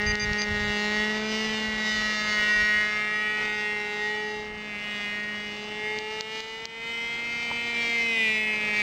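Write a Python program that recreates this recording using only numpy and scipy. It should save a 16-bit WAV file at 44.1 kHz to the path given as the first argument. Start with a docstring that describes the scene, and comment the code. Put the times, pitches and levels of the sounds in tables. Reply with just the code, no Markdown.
"""An open field, on a hand-held camera's microphone: a two-stroke model airplane circles throughout.
Each firing rings its muffler, the propeller hums, and a ground echo combs the tone as the plane turns.
At first the lens motor whirs and ticks close by, and a light breeze nudges the microphone, then eases.
From about 6 s the lens ticks again, the level dipping briefly each time, and the engine's pitch climbs.
At 7.5 s a finger knocks the camera body; soon after, the pitch falls back."""
import sys
import numpy as np
from scipy import signal
from scipy.fft import rfft, irfft, next_fast_len
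from scipy.io import wavfile

SR = 44100
rng = np.random.default_rng(int(sys.argv[2]) if len(sys.argv) > 2 else 0)


def materialize(psi):
    """Save the field psi as 16-bit PCM at rate SR to the path in sys.argv[1].

    A 1-D psi becomes a single channel; in a 2-D psi each row is a channel.
    """
    bounded = np.clip(np.atleast_2d(psi).T, -1, 1)
    quanta = np.round(bounded * 32767).astype(np.int16)
    wavfile.write(sys.argv[1], SR, quanta)


N = 388943
STEP = 147  # samples per point of a slow control
TIME = np.arange(N) / SR
SLOW = TIME[::STEP]

# the buzz at the microphone as the plane nears and turns away (time [s], level [dB])
BUZZ_LEVEL = [(0.0, 2), (0.96, 7), (1.67, 7), (2.62, 7.5), (3.2, 0.3), (4.21, -2), (4.52, -7), (4.98, -1.7),
              (5.46, -6), (6.31, -0.3), (6.54, -4.5), (7.82, 3.5), (8.42, -2), (8.82, 7.5)]
# the low boom at the firing rate (time [s], level [dB])
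BOOM_LEVEL = [(0.0, 8), (1.34, 11), (3.13, -2.5), (4.17, -4), (5.42, 0.6), (6.49, -12.5), (7.0, -8),
              (8.08, 1.5), (8.82, 2)]
# ticks of the lens mechanism (time [s], level [dB], dip of the outdoor sound after it [dB])
LENS_TICKS = [(.019, -24, 0), (0.1548, -12, 4), (.333, -13.5, 0.5), (.419, -9, 2), (5.988, -13.5, 3),
              (6.209, -8, 6), (6.405, -16, 4.5), (6.55, -40, 1), (6.655, -11.5, 7.5)]


def undb(db):
    """Decibels to gain."""
    return 10 ** (np.asarray(db) / 20)


def curve(table, at):
    """A table of points joined by straight lines."""
    return np.interp(at, *np.transpose(table))


def fine(control):
    return np.interp(TIME, SLOW, control)


def walk(rate_hz):
    """A slow random drift of spread 1 that changes about rate_hz times a second."""
    lowpass = signal.butter(2, min(rate_hz, 120) / 2, fs=SR / STEP, output="sos")
    drift = signal.sosfilt(lowpass, rng.standard_normal(len(SLOW)))
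    return drift / drift.std()


def swell(start, hold, attack_s, release_s):
    """A slow envelope that rises, holds at 1 and dies away."""
    return np.exp(np.minimum(SLOW - start, 0) / attack_s - np.maximum(SLOW - start - hold, 0) / release_s)


def colour(x, outline):
    """Filter by an outline of (frequency [Hz], gain [dB])."""
    hz, db = np.transpose(outline)
    size = next_fast_len(N)
    bins = np.maximum(np.fft.rfftfreq(size, 1 / SR), 1)
    gain = undb(np.interp(np.log(bins), np.log(hz), db))
    return irfft(rfft(x, size) * gain, size)[:N]


def noise(outline, gate=1):
    """Gated noise of rms 1 with the given outline."""
    x = colour(gate * rng.standard_normal(N), outline)
    return x / x.std()


def strike(blows, modes):
    """Short blows on an object with damped modes."""
    t, out = TIME[:SR // 10], np.zeros(N)
    ring = sum(undb(db - 60 * t / t60) * np.sin(2 * np.pi * hz * t) for hz, db, t60 in modes)
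    for start, db, *_ in blows:
        i = int(start * SR)
        out[i:i + len(t)] += undb(db) * ring
    return out


def field_air(level_db=-51.5, boom_share=0.04):
    """A soft rush over the field that grows slightly with the plane's boom."""
    # open-air background (frequency [Hz], level [dB])
    spectrum = [(20, -12), (70, -12), (160, 7), (300, 1), (600, -1.5), (1200, -1.5), (2200, -8.5),
                (4000, -22), (5500, -23.5), (6500, -37.5), (9000, -57)]
    return noise(spectrum) * undb(level_db + boom_share * curve(BOOM_LEVEL, TIME))


def breeze(trim_db=-1, buffet_db=2, weak_db=-48, strong_db=-36, calm_db=-61.5):
    """Wind on the microphone: weak gusts only thud, strong ones also flutter higher up."""
    # rumble of the breeze (frequency [Hz], level [dB])
    spectrum = [(15, -21), (40, -1), (90, -5), (150, -5.5), (300, -28.5), (1000, -61), (4000, -89.5)]
    # gusts on the microphone (start [s], hold [s], level [dB])
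    gusts = [(0.04, 0.091, -36.5), (0.235, 0.065, -32.5), (0.497, .2, -37), (0.884, 0.12, -48),
             (1.473, 0.032, -49), (1.68, .06, -48.5), (1.95, 0.098, -47), (2.245, 0.16, -50),
             (2.576, .05, -43), (2.76, 0.061, -49), (4.38, 0.21, -54.5)]
    wind = sum(undb(db) * swell(start, hold, attack_s=0.022, release_s=0.034) for start, hold, db in gusts)
    flutter = fine(np.interp(wind, undb([weak_db, strong_db]), [0, 1]))
    rumble = noise(spectrum)
    thud = colour(rumble, [(50, 1.5), (110, -8.5)])
    buffeting = fine(wind * undb(trim_db + buffet_db * walk(30)))
    blown = (thud + flutter * (rumble - thud)) * buffeting
    return blown + noise(spectrum) * undb(calm_db)


def lens_motor(ramp_s=0.00067):
    """Right beside the microphone, the lens motor whines in three short runs."""
    # runs of the motor (start [s], end [s], level [dB])
    runs = [(0.063, 0.121, 1.5), (0.197, 0.25, 1), (0.383, 0.443, 0.5)]
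    # partials of its whine (frequency [Hz], level [dB])
    whine = [(2390, -42), (4780, -32.5)]
    running = sum(undb(db) * np.clip(np.minimum(TIME - start, end - TIME) / ramp_s, 0, 1)
                  for start, end, db in runs)
    return running * sum(undb(db) * np.sqrt(2) * np.sin(2 * np.pi * hz * TIME) for hz, db in whine)


def lens_ticks():
    """Each tick of the mechanism briefly rings the lens barrel."""
    # modes of the barrel (frequency [Hz], level [dB], t60 [s])
    barrel = [(3500, -19.5, 0.0076), (4400, -3, 0.0041), (5200, 2.5, 0.0012)]
    return colour(strike(LENS_TICKS, barrel), [(2000, -10), (3500, -5.5), (5500, -1.5), (7000, -34.5)])


def level_dips(recover_s=0.13):
    """A gain that dips briefly after every tick but the first."""
    dip_db = sum(db * (TIME > start) * np.exp(-np.abs(TIME - start) / recover_s)
                 for start, _, db in LENS_TICKS)
    return undb(-dip_db)


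def finger_knock():
    """A finger knocks the camera body, which rings dully."""
    # the finger's contacts (time [s], level [dB])
    knocks = [(7.503, -34), (7.514, -24.5)]
    # modes of the body (frequency [Hz], level [dB], t60 [s])
    body = [(620, -14, .015), (943, 1, 0.024), (1176, -13, 0.012)]
    return strike(knocks, body)


def over_grass(direct, reflection=0.46, steep_share=0.34, grass_hz=450):
    """The ground returns an inverted, delayed copy of the upper harmonics; grass soaks up steep ones."""
    # lag of the ground echo, shorter when the plane is low in the sky (time [s], lag [ms])
    echo_lag = [(0.0, 4.532), (0.64, 4.471), (1.12, 3.75), (1.41, 3.36), (1.64, 2.98), (1.77, 3.03),
                (2.57, 2.36), (3.46, 1.77), (3.91, 1.675), (4.43, 2.05), (5.29, 2.271), (6.11, 2.01),
                (6.27, 1.99), (6.44, 1.9), (7.11, 1.74), (7.74, 1.854), (8.49, 2.57), (8.82, 2.72)]
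    lag_ms = curve(echo_lag, TIME)
    grazing = np.interp(lag_ms, [3.3, 3.8], [1, steep_share])
    bounce = colour(direct, [(grass_hz / 2, -14), (grass_hz, -7), (2 * grass_hz, 0), (5500, 0), (9000, -5)])
    return direct - reflection * grazing * np.interp(TIME - lag_ms / 1000, TIME, bounce)


def exhaust_gas(turns, level_db=-46.5, puff_turns=1.0, buzz_share=0.57, boom_share=0.11, grit_db=1.5):
    """A puff of hiss leaves the pipe with every firing; now and then the exhaust rasps."""
    # rush of the gas (frequency [Hz], level [dB])
    spectrum = [(150, -12.5), (500, -7), (1200, -10.5), (1650, -11), (2000, -6.5), (2600, -7), (3500, -9.5),
                (4700, -11.5), (5500, -12), (6500, -27), (9000, -56.5)]
    # one lull, then brief rasps (start [s], hold [s], change of the hiss [dB])
    surges = [(2.594, .14, -3.5), (3.385, 0.067, 9.5), (5.684, 0.31, 1.5), (7.752, 0.1, 2),
              (8.612, .18, 2.5)]
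    flight_db = buzz_share * curve(BUZZ_LEVEL, SLOW) + boom_share * curve(BOOM_LEVEL, SLOW)
    surge_db = sum(db * swell(start, hold, attack_s=0.017, release_s=0.039) for start, hold, db in surges)
    puffs = noise(spectrum, gate=0.62 + np.exp(-(turns % 1) / puff_turns))
    return puffs * fine(undb(level_db + flight_db + surge_db + grit_db * walk(60)))


def ring_phases(db):
    """Phases that make each cycle start sharply and ring out (minimum phase)."""
    log_gain = np.log(undb(np.r_[db[0] - 10, db]))
    mirrored = np.r_[log_gain, log_gain[-2:0:-1]]
    return -signal.hilbert(mirrored).imag[1:len(db) + 1]


def band(k, centre, width):
    """Share of harmonic k in a bell-shaped resonance."""
    return np.exp(-((k - centre) / width) ** 2)


def engine(turns, uneven_db=0.4, twinkle_db=2.53, turbulence_db=2.0, smear_rad=0.0047, count=32):
    """One firing a turn, as a stack of harmonics; each part of the plane beams its own share of them."""
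    # muffler resonances, then the falling rasp above them (harmonic [number], level [dB])
    muffler = [(1, -47), (2, -43), (3, -56.5), (4, -49), (5, -60.5), (6, -54), (7, -52.5), (8, -48.5),
               (9, -35), (10, -38.5), (11, -42), (12, -49.5), (13, -43.5), (14, -44.5), (15, -56),
               (16, -49.5)]
    rasp = [(18, -52.5), (21, -56.5), (23, -53.5), (24, -77.5), (26, -55.5), (28, -60), (32, -86)]
    # the muffler's main ring near 2 kHz (time [s], level [dB])
    ring_level = [(0.0, 1.5), (1.14, 0.5), (1.31, -5.4), (1.83, 0.3), (2.16, 0.5), (2.78, 7.5), (3.06, 3.0),
                  (3.55, -2), (4.24, -4.5), (4.36, -9), (5.25, -4), (5.64, -15), (5.87, 0.6), (6.04, -6),
                  (6.6, -10.5), (6.84, -3), (8.01, 4), (8.33, -1.1), (8.82, 3.1)]
    # the propeller's hum (time [s], level [dB])
    propeller_level = [(0.0, 4), (1.43, 2.5), (2.06, -11.5), (2.37, -3.6), (3.1, -4.5), (4.38, 4),
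                       (4.71, -10), (5.43, -6.9), (5.95, 5.8), (6.7, -2.5), (7.3, -9.3), (8.1, 0.8),
                       (8.82, -2.5)]
    # the muffler chamber's note near 1.4 kHz (time [s], level over its neighbours [dB])
    chamber_level = [(0.0, 4.5), (1.65, -3.5), (2.28, 2.5), (3.29, 8.5), (4.4, -4), (5.3, 5), (5.81, -8.9),
                     (6.34, 2), (8.82, -8)]
    # the tailpipe's whine at 2.5 and 3.3 kHz (time [s], level over its neighbours [dB])
    tailpipe_level = [(0.0, -6.5), (1.2, -7), (1.31, 1.5), (2.03, -13.1), (3.46, 8.5), (4.42, -13),
                      (4.72, 5.5), (6.04, -2), (8.0, 1.3), (8.23, 15.5), (8.82, 19)]
    buzz, boom = curve(BUZZ_LEVEL, SLOW), curve(BOOM_LEVEL, SLOW)
    ring, propeller = curve(ring_level, SLOW), curve(propeller_level, SLOW)
    chamber, tailpipe = curve(chamber_level, SLOW), curve(tailpipe_level, SLOW)
    orders = np.arange(1, count + 1)
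    base_db = curve(muffler + rasp, orders)
    phases = ring_phases(base_db) - smear_rad * orders ** 2  # the pipe smears each pulse a little
    turbulence, uneven = turbulence_db * walk(2.56), uneven_db * walk(100)
    out = np.zeros(N)
    for k, base, phase in zip(orders, base_db, phases):
        beaming = 1 - 0.54 * band(k, 13.6, 3.1)  # the muffler's upper ring spreads more evenly
        db = base + uneven + beaming * buzz
        db += band(k, 9.5, 2.25) * (ring - buzz)
        db += ((k == 1) + 0.34 * (k == 3)) * (boom - buzz)
        db += ((k == 2) + 0.9 * (k == 4)) * (propeller - buzz)  # two blades: even harmonics
        db += band(k, 6.5, 1.3) * chamber
        db += (band(k, 11.7, 0.97) + 0.45 * band(k, 15.4, 1.1)) * tailpipe
        # moving air makes the high harmonics twinkle most
        db += min(k / 20, 1) * (twinkle_db * walk(6.7) + turbulence)
        out += fine(np.sqrt(2) * undb(db)) * np.cos(2 * np.pi * k * turns + phase)
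    return out


def airplane(waver_hz=0.1326, jitter_turns=0.0007):
    """Out over the field the engine runs a little unevenly, heard directly and off the ground."""
    # firing rate at the microphone, Doppler shift included (time [s], rate [Hz])
    firing_rate = [(0.0, 207.8), (0.05, 209.5), (0.76, 208), (1.23, 215.3), (1.42, 217.8), (1.94, 214.2),
                   (2.46, 210.4), (3.41, 212), (3.88, 208.5), (4.2, 211.7), (4.67, 211), (4.74, 207.5),
                   (4.91, 208.7), (5.01, 206.2), (5.26, 209.2), (5.5, 208.4), (6.04, 214.7), (6.53, 222.3),
                   (6.9, 230.2), (7.32, 234.5), (7.69, 235.1), (8.06, 232.1), (8.3, 217.4), (8.72, 210.1),
                   (8.79, 211), (8.82, 207)]
    jitter = jitter_turns * fine(walk(100))
    hz = curve(firing_rate, TIME) + waver_hz * fine(walk(17.3))
    turns = np.cumsum(hz) / SR + jitter
    return over_grass(exhaust_gas(turns) - engine(turns))


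def scene():
    """Plane, field and breeze in mono, with the camera's own small noises in front."""
    outdoors = airplane() + field_air() + breeze()
    camera = lens_motor() + lens_ticks() + finger_knock()
    return (outdoors * level_dips() + camera)[None]


def record(dry):
    """The camera samples at a quarter of the rate, so the buzz is mirrored faintly into the treble."""
    # the camera's smoothing, which lets mirror images through above 5.5 kHz (frequency [Hz], gain [dB])
    smoothing = [(2000, 2.5), (4000, -2.5), (4780, -2.5), (5500, -6.5), (6250, -9), (7300, -18.5),
                 (8000, -24.5), (9100, -38.5), (10200, -46.5), (11500, -53), (12900, -45), (14000, -35.5),
                 (16000, -29.5)]
    top_hz = 15600
    sampled = 4 * dry[0] * (np.arange(N) % 4 == 0)
    lowpass = signal.ellip(10, .1, 70, top_hz, fs=SR, output="sos")
    return signal.sosfilt(lowpass, colour(sampled, smoothing))[None]


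dry = scene()
out = record(dry)
materialize(out)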